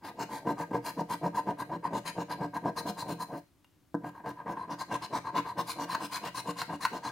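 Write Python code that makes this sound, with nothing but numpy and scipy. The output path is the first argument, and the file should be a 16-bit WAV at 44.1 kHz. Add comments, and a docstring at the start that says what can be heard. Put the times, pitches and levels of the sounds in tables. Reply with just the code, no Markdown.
"""A large coin scrapes the coating off a paper ticket on a wooden table, close to a stereo microphone.
About nine times a second the rim judders into the table top, rasps near 1 kHz and shreds the coating
into hissing grains. Forward strokes are bright, back strokes heavy; now and then the rim catches or
chatters. Halfway the coin is lifted and set down with a thud. Behind it lies a small, still room."""
import sys
import numpy as np
from scipy import signal
from scipy.fft import rfft, irfft
from scipy.io import wavfile

SR = 44100
rng = np.random.default_rng(int(sys.argv[2]) if len(sys.argv) > 2 else 0)


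def dump(signal):
    """Clip the signal to [-1, 1] and save it as 16-bit WAV at the path in sys.argv[1]."""
    limited = np.clip(np.atleast_2d(signal).T, -1, 1)
    pcm = np.round(limited * 32767).astype(np.int16)
    wavfile.write(sys.argv[1], SR, pcm)


N = 313551
TAPS = 8192
TIME, FILTER_HZ = np.arange(N) / SR, np.fft.rfftfreq(TAPS, 1 / SR)

# Tone of the still room and of its reflections: freq_hz, level_db
ROOM_TONE = [(25, -16), (50, -8), (90, 0), (150, -5), (235, -12), (290, -1), (430, -18), (900, -19),
             (2000, -25), (8000, -31), (15500, -32)]
REFLECTION_COLOUR = [(100, -32), (400, -12.5), (1000, -10), (2200, -1.5), (4200, -7), (8000, -7.5),
                     (15000, -5.5)]
# Time the room takes to fall by 60 dB: freq_hz, decay_s
ROOM_DECAY = [(150, 0.37), (1000, 0.15), (4000, 0.44), (15000, 0.3)]
# The left microphone hears more treble: freq_hz, left_over_right_db
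LEFT_LEAD = [(100, .7), (350, .3), (700, 1.4), (2400, 1.4), (4400, 3.3), (15000, 3.6)]

# Resonances: pitch_hz, width_hz, lift_db
TABLE_MODES = [(124.9, 5, 12), (170.3, 6.6, 11.5), (202, 10, 8), (291.9, 13.7, 14.5), (331.7, 9.3, 11.5),
               (472.4, 16.4, 11), (574, 16, 10.5), (650, 25, 8.5), (716.7, 28, 13.5), (906.5, 33, 12),
               (971, 36, 11.5), (1009, 18, 12.5), (1230, 17, 11)]  # table top and ticket
CARD_MODES = [(1600, 50, 13), (1860, 120, 3)]  # stiff card, damped by the fingers
RIM_MODES = [(954, 250, 15), (1566, 166, 17), (2820, 150, 16), (4240, 260, 28)]  # rim pressed hard, ringing briefly
LIFTED_MODES = [(2820, 53, 19), (3140, 80, 10)]  # coin in the air
FORWARD_MODES = [(4794, 140, 10.5), (9610, 140, 12), (11840, 500, 3.5)]  # coin pushed
BACK_MODES = [(2842, 41, 11.2), (5250, 500, 1.2), (9360, 200, 7.1)]  # coin pulled
THUMB_MODES = [(4108, 95, 40), (9360, 84, 27)]  # the coin's main ring under the thumb
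# Broad colour of the force behind each sound: freq_hz, relative_db
TICK_COLOUR = [(100, -21), (800, 1), (3000, -6), (5000, -15), (16000, -16)]
THUD_COLOUR = [(25, -25), (70, -11), (140, -2.5), (210, 2), (290, 6), (400, -2.5), (900, -9), (1650, -17.5),
               (2300, -47), (4500, -40), (16000, -48)]
SNAP_COLOUR = [(1000, -30), (4000, -7), (8000, -1), (15000, 0)]
KNOCK_COLOUR = [(40, -30.5), (150, 10), (400, -11), (900, 12), (1400, -16), (2200, -12), (4000, -37),
                (16000, -41)]
CLACK_COLOUR = [(60, -24), (400, -29.5), (900, 10), (1400, 3), (2200, -3.5), (4000, -21.5), (7000, -11),
                (11000, -24), (16000, -11)]
JUDDER_COLOUR = [(25, -44), (55, -17.5), (100, -13), (160, 1.5), (260, -2), (420, -3), (700, -7),
                 (900, -12.5), (1400, -39), (3000, -38), (16000, -50)]
RASP_COLOUR = [(40, -40), (90, 0.5), (250, -4.5), (600, -9.5), (950, 3.5), (1180, 1), (1400, -10.5),
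               (2000, -9), (3200, -24.5), (6000, -42), (16000, -47)]
FORWARD_COLOUR = [(100, -13), (900, -0.5), (1900, 5.5), (3300, -0.5), (4500, -2.5), (6500, -0.5),
                  (8500, -6.5), (11000, -7), (15500, -11.5)]
BACK_COLOUR = [(100, -31), (900, 13), (2000, 2.5), (3400, 1.5), (5000, 1.5), (7000, -2.5), (8700, -6),
               (11000, -10.5), (15500, -10.5)]
RING_COLOUR = [(1500, -24), (3500, -14.5), (4500, -5), (7000, 0), (9500, -13), (13000, -29)]

# Single blows: start_s, level_db
LIFT_TICKS = [(3.645, -51)]  # coin in the air
LANDINGS = [(3.944, -20.5), (3.95, -18.5)]  # coin set down
FLAKE_SNAPS = [(4.070, -48), (4.293, -38), (4.513, -45)]  # hard flakes breaking
# The rim chatters: start_s, length_s, level_db, pitch_hz
CHATTERS = [(1.364, 0.033, -24, 952), (1.474, 0.02, -32, 897), (1.841, 0.0074, -26.5, 990),
            (1.848, 0.012, -20, 946), (5.143, 0.024, -27, 920), (5.352, 0.021, -25.5, 990),
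            (5.382, 0.012, -25.5, 1012), (5.487, 0.026, -31, 943), (5.889, .022, -31.5, 1012)]
# The rim catches and snaps free: start_s, level_db, sharpness (0 dull knock to 1 hard clack)
CATCHES = [(3.024, -29, 0.14), (5.9487, -18, 0.6), (5.951, -23.5, 0.46), (6.617, -19, 0.6),
           (6.8517, -12.5, 0.8), (6.8544, -19.5, 0.9)]
# The coin goes forward and back by turns: start_s, length_s, force_db, shred_db
STROKES = [(0.004, 0.13, -39, -54.5), (0.16, 0.1, -40, -46.0), (0.256, 0.18, -39.5, -52.5),
           (0.435, 0.11, -35.0, -52.5), (0.552, 0.11, -33, -53.0), (0.698, 0.1, -33.5, -58.0),
           (0.815, 0.12, -36.5, -45.5), (0.957, 0.082, -35, -55), (1.068, 0.11, -35.5, -47.5),
           (1.205, 0.097, -34, -58), (1.319, 0.11, -33, -53.0), (1.449, 0.086, -34, -59.0),
           (1.563, 0.087, -33.5, -51.5), (1.677, 0.11, -37.5, -62), (1.817, 0.082, -32, -58),
           (1.898, 0.11, -36, -48.5), (2.03, 0.098, -36.5, -41.5), (2.141, 0.11, -36.5, -52.5),
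           (2.273, 0.094, -31.5, -49.0), (2.373, 0.11, -34.5, -58.5), (2.518, 0.083, -34.5, -54.5),
           (2.619, 0.1, -34, -61.5), (2.743, 0.085, -35.0, -46.5), (2.837, 0.091, -35.5, -47.0),
           (2.947, 0.11, -35.5, -51.5), (3.045, 0.11, -39.5, -51.5), (3.17, 0.096, -39, -55.5),
           (3.265, 0.15, -43.5, -65.5), (4.007, 0.11, -40.5, -66.5), (4.105, 0.13, -46.0, -79.5),
           (4.223, 0.11, -36, -60), (4.341, 0.11, -44.5, -79.0), (4.442, 0.11, -35.0, -59),
           (4.52, 0.17, -39, -68.5), (4.669, 0.097, -38, -51.0), (4.767, 0.086, -37.5, -48),
           (4.875, 0.11, -33.5, -45.5), (4.996, 0.089, -38.5, -47.0), (5.096, 0.11, -32.5, -43.5),
           (5.219, 0.11, -36.5, -58), (5.318, 0.104, -34, -42), (5.415, 0.14, -37.5, -57),
           (5.553, 0.086, -32.5, -44.5), (5.639, 0.125, -39.5, -44.5), (5.748, 0.12, -36.5, -47.0),
           (5.856, 0.13, -37, -47.5), (5.965, 0.12, -39, -44.5), (6.082, 0.13, -37, -42.5),
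           (6.199, 0.11, -39.5, -44.5), (6.317, 0.12, -38.5, -43), (6.436, 0.098, -37.5, -46.5),
           (6.541, 0.12, -38.5, -43.5), (6.662, 0.12, -37.5, -54.0), (6.781, 0.11, -36.5, -44),
           (6.894, 0.11, -36, -50.5), (7.004, 0.128, -35.0, -48.0)]
# The rim digs in, less once the coin is held flatter: time_s, judder_over_force_db
DIG_FORWARD = [(0, -7), (3.3, -11), (4.2, -10.5), (5.5, -16), (7.1, -18)]
DIG_BACK = [(0, 3.5), (1.9, 2), (3.3, 5), (4.4, -4.5), (7.1, -2)]
# How freely the coin rings under the thumb: time_s, ring_over_shred_db
FREE_FORWARD = [(0, -2), (.5, -10), (1, -1.5), (2.5, -2.5), (2.8, 8.5), (4.4, 2), (7.1, 0)]
FREE_BACK = [(0, -19), (1.4, 0), (2.1, -8), (2.7, 1), (4.4, -8), (5.5, -21), (6.6, -9)]
# Resonance of the rim resting on the card, shifting with the grip: time_s, pitch_hz
CONTACT_PITCH = [(0, 872), (1.5, 917), (2.8, 959), (4.2, 950), (5.2, 1010), (5.9, 1008), (6.6, 1001),
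                 (7.1, 950)]
# How finely the coating shreds: time_s, treble_lift_db
FINENESS = [(0, 1), (1.2, 4.5), (2.2, -3), (3.2, 9), (4.1, 9.5), (4.8, -3), (5.3, -6), (5.7, 2.5),
            (6.3, -0.5), (7.1, -1)]


def gain_of(db):
    return 10 ** (np.asarray(db) / 20)


def unit_rms(x):
    return x / np.sqrt(np.mean(x ** 2) + 1e-20)


def at_freq(points, hz):
    freq_hz, value = np.transpose(points)
    return np.interp(np.log(hz + 1), np.log(freq_hz + 1), value)


def at_time(points, time_s):
    return np.interp(time_s, *np.transpose(points))


def add(mix, start_s, sound):
    part = mix[max(round(start_s * SR), 0):][:len(sound)]
    part += sound[:len(part)]


def through(force, body):
    return signal.oaconvolve(force, body)[:N]


def wander(rate_hz):
    """Smooth random drift of unit power, mostly slower than the given rate."""
    hz = np.fft.rfftfreq(N, 1 / SR)
    return unit_rms(irfft(rfft(rng.standard_normal(N)) * np.exp(-(hz / rate_hz) ** 2), N))


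def grains(per_s, spread_db):
    """Random tiny slips of uneven size, at unit power."""
    size = gain_of(spread_db * np.clip(rng.standard_normal(N), -2, 2)) * rng.choice([-1, 1], N)
    return unit_rms(size * (rng.random(N) < per_s / SR))


def response(colour, modes):
    """A body's impulse response at unit energy: a broad colour lifted by ringing resonances."""
    lifts = sum((gain_of(lift_db) ** 2 - 1) / (1 + (2 * (FILTER_HZ - pitch_hz) / width_hz) ** 2)
                for pitch_hz, width_hz, lift_db in modes)
    gain = gain_of(at_freq(colour, FILTER_HZ)) * np.sqrt(1 + lifts)
    log_gain = np.log(np.concatenate([gain, gain[-2:0:-1]]))
    minimum_phase = np.exp(np.conj(signal.hilbert(log_gain)))
    ring = np.fft.ifft(minimum_phase).real[:TAPS // 2]
    return ring / np.linalg.norm(ring)


def resonate(force, pitch_hz, width_hz):
    """Two resonators in series that follow the pitch and keep the power of noise."""
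    carrier = np.exp(2j * np.pi * np.cumsum(pitch_hz * np.ones(N)) / SR)
    pole = np.exp(-np.pi * width_hz / SR)
    ring = force / carrier + 1e-18
    for _ in range(2):
        ring = signal.lfilter([1 - pole], [1, -pole], ring)
    return (carrier * ring).real * np.sqrt(8 / (1 - pole))


def blow(body, crumble_s, crumble):
    """One sharp push and a short crumbling after it, rung through a body; peak 1."""
    t = TIME[:TAPS // 8]
    force = crumble * rng.standard_normal(len(t)) * np.exp(-t / crumble_s)
    force[0] += 1
    sound = signal.fftconvolve(force, body)
    return sound / abs(sound).max()


def room_tone(level_db=-67, apart=0.61):
    """Faint steady air of the room, mostly common to both microphones."""
    noise = rng.standard_normal(N) + apart * rng.standard_normal((2, N))
    colour = gain_of(at_freq(ROOM_TONE, np.fft.rfftfreq(N, 1 / SR)))
    return gain_of(level_db) * unit_rms(irfft(rfft(noise) * colour, N))


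def room_reflections(sound, first_s=.0015, per_s=4000):
    """Sparse reflections from nearby surfaces and walls, different at each microphone."""
    count = SR // 2
    echoes = rng.choice([-1., 1.], (2, count)) * (rng.random((2, count)) < per_s / SR)
    echoes *= TIME[:count] > first_s
    hz, t, spectrum = signal.stft(echoes, SR, nperseg=256)
    fade = gain_of(-60 * t / at_freq(ROOM_DECAY, hz)[:, None])
    fade /= np.sqrt(np.mean(fade ** 2, axis=1, keepdims=True))
    fade *= gain_of(at_freq(REFLECTION_COLOUR, hz))[:, None]
    tail = signal.istft(spectrum * fade, SR, nperseg=256)[1] / np.linalg.norm(echoes[0])
    return signal.fftconvolve(sound[None], tail, axes=1)[:, :N]


def hand_echoes(shared=.45, apart=.7, fade_s=.0016):
    """Direct path and close echoes off hand, coin and table to each microphone, for one hand position."""
    t = TIME[:TAPS // 16]
    echoes = rng.standard_normal((3, len(t))) * np.exp(-t / fade_s)
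    echoes /= np.linalg.norm(echoes, axis=1, keepdims=True)
    paths = shared * echoes[0] + apart * echoes[1:]
    paths[:, 0] = 1
    return paths / np.linalg.norm(paths, axis=1, keepdims=True)


def set_down():
    """The lifted coin ticks faintly, then lands on the ticket and the table top booms."""
    out = np.zeros(N)
    tick, thud = response(TICK_COLOUR, LIFTED_MODES), response(THUD_COLOUR, TABLE_MODES + CARD_MODES)
    for start_s, level_db in LIFT_TICKS:
        add(out, start_s, gain_of(level_db) * blow(tick, crumble_s=.0034, crumble=.35))
    for start_s, level_db in LANDINGS:
        add(out, start_s, gain_of(level_db) * blow(thud, crumble_s=.006, crumble=.03))
    return out


def flake_snaps():
    """Hard flakes of coating break under the rim with a thin, bright tick."""
    out, coin = np.zeros(N), response(SNAP_COLOUR, BACK_MODES)
    for start_s, level_db in FLAKE_SNAPS:
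        add(out, start_s, gain_of(level_db) * blow(coin, crumble_s=.001, crumble=.3))
    return out


def rim_chatters(overtone_db=-24):
    """Stick and slip lock to the rim's resonance for a few hundredths of a second at most."""
    out, drift = np.zeros(N), 0.033 * wander(rate_hz=84)
    for start_s, length_s, level_db, pitch_hz in CHATTERS:
        bend = drift[int(start_s * SR):][:int(length_s * SR)]
        phase = 2 * np.pi * np.cumsum(pitch_hz * (1 + bend)) / SR
        tone = np.sin(phase) + gain_of(overtone_db) * np.sin(2 * phase)
        add(out, start_s, gain_of(level_db) * np.hanning(len(phase)) * tone)
    return out


def strokes(speed_up_share=0.54, brake_s=0.033):
    """The hand's moves: start_s, fastest_s, end_s, force_db, shred_db, forward (true or false)."""
    for k, (start_s, length_s, force_db, shred_db) in enumerate(STROKES):
        end_s = start_s + length_s
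        landed = end_s > LANDINGS[0][0]  # once set down, the coin starts again with a back stroke
        forward = (k + landed) % 2 == 0
        fastest_s = start_s + speed_up_share * length_s if forward else end_s - brake_s
        yield start_s, fastest_s, end_s, force_db, shred_db, forward


def around(start_s, end_s, turn_s=.05):
    """The samples of a stroke with the turns on either side."""
    return slice(max(int((start_s - turn_s) * SR), 0), int((end_s + turn_s) * SR))


def speed(t, *times_s):
    """Speed of the coin, 0 to 1: half a sine through the given times."""
    return np.sin(np.pi * np.interp(t, times_s, np.linspace(0, 1, len(times_s)))).clip(0)


def friction(pace, bite):
    """Friction builds with speed; the harder the bite, the more it levels off."""
    return np.tanh(bite * pace ** 2) / np.tanh(bite)


def rim_catches(snag_delay_s=.038, snag_over_force_db=6, snag_sharpness=0.07):
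    """The rim snags early in each back stroke and catches now and then: table knock plus coin clack."""
    out = np.zeros(N)
    knock, clack = response(KNOCK_COLOUR, TABLE_MODES + CARD_MODES), response(CLACK_COLOUR, RIM_MODES)
    snags = [(start_s + snag_delay_s, force_db + snag_over_force_db, snag_sharpness)
             for start_s, _, _, force_db, _, forward in strokes() if not forward]
    for start_s, level_db, sharpness in snags + CATCHES:
        body = (1 - sharpness) * knock + sharpness * clack
        add(out, start_s, gain_of(level_db) * blow(body, crumble_s=.005, crumble=.13))
    return out


def rim_motion(tremble=0.28):
    """Judder, rasp and speed rise and fall with each stroke; the fingers tremble through the turn."""
    judder, rasp, pace = np.zeros((3, N))
    for start_s, fastest_s, end_s, force_db, _, forward in strokes():
        span = around(start_s, end_s)
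        stroke_pace = speed(TIME[span], start_s, end_s)
        dig_db = at_time(DIG_FORWARD if forward else DIG_BACK, fastest_s)
        trembling = tremble * np.hanning(len(stroke_pace))
        judder[span] += gain_of(force_db + dig_db) * (friction(stroke_pace, bite=1) + trembling)
        rasp[span] += gain_of(force_db) * friction(stroke_pace, bite=0.25)
        pace[span] += stroke_pace
    return judder, rasp, pace


def rim_scraping(judder_db=-2, rasp_db=-4, contact_db=-4, card_db=-16, grip_db=2.5, stiffen=0.042):
    """Coarse slips shake the table; finer ones rasp at the rim, whose resonance rises in mid-stroke."""
    judder, rasp, pace = rim_motion()
    grip = unit_rms(gain_of(grip_db * wander(rate_hz=80)))  # the rim bites unevenly
    slips = judder * grains(per_s=1900, spread_db=2.5) * grip
    rubs = rasp * grains(per_s=3000, spread_db=3) * grip
    edge = rasp * grains(per_s=3000, spread_db=4.5) * grip
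    contact_hz = at_time(CONTACT_PITCH, TIME) * (1 + stiffen * pace + 0.0079 * wander(rate_hz=17))
    card_hz, card_width_hz, _ = CARD_MODES[0]
    return (gain_of(judder_db) * through(slips, response(JUDDER_COLOUR, TABLE_MODES + CARD_MODES))
            + gain_of(rasp_db) * through(rubs, response(RASP_COLOUR, TABLE_MODES + CARD_MODES))
            + gain_of(contact_db) * resonate(edge, contact_hz, width_hz=130)
            + gain_of(card_db) * resonate(edge, card_hz, 2 * card_width_hz))


def coating_shredding(forward_db=0.5, back_db=2, flutter_db=1.3, tear_speed=.55, sliding=0.18):
    """Above a threshold speed flakes tear off and ring the coin; the finest fly most at full speed."""
    flakes = unit_rms(grains(per_s=10000, spread_db=5) * gain_of(flutter_db * wander(rate_hz=130)))
    forward_hiss = gain_of(forward_db) * through(flakes, response(FORWARD_COLOUR, FORWARD_MODES))
    back_hiss = gain_of(back_db) * through(flakes, response(BACK_COLOUR, BACK_MODES))
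    out, ring_force = np.zeros((2, N)), np.zeros(N)
    treble = signal.butter(2, 8000, "high", fs=SR)  # the finest flakes hiss above 8 kHz
    for start_s, fastest_s, end_s, _, shred_db, forward in strokes():
        span = around(start_s, end_s)
        pace = speed(TIME[span], start_s, fastest_s, end_s)
        tear = np.clip((pace - tear_speed) / (1 - tear_speed), 0, 1)
        hiss = (forward_hiss if forward else back_hiss)[span]
        fine = signal.filtfilt(*treble, hiss)
        fine_gain = gain_of(at_time(FINENESS, fastest_s)) * pace ** 0.41
        envelope = gain_of(shred_db) * (tear ** 0.96 + sliding * pace)
        shreds = envelope * (hiss - fine + fine_gain * fine)
        out[:, span] += signal.fftconvolve(shreds[None], hand_echoes(), axes=1)[:, :len(shreds)]
        free_db = at_time(FREE_FORWARD if forward else FREE_BACK, fastest_s)
        ring_force[span] += gain_of(shred_db + free_db) * tear ** 2
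    ring_force *= grains(per_s=9000, spread_db=1)
    return out + through(ring_force, response(RING_COLOUR, THUMB_MODES))


def scene():
    """The coin close up on the table, with the room behind it."""
    coin = (coating_shredding() + rim_scraping() + rim_catches() + rim_chatters()
            + flake_snaps() + set_down())
    return coin + room_reflections(coin.mean(axis=0)) + room_tone()


def record(dry, cutoff_hz=15900):
    """A stereo pair, brighter on the left, with the very top of the treble cut off."""
    lead_db = at_freq(LEFT_LEAD, np.fft.rfftfreq(N, 1 / SR))
    heard = irfft(rfft(dry) * gain_of(np.array([lead_db, -lead_db]) / 2), N)
    low_pass = signal.firwin(511, cutoff_hz, window=("kaiser", 9), fs=SR)
    return signal.oaconvolve(heard, low_pass[None], "same")


dry = scene()
out = record(dry)
dump(out)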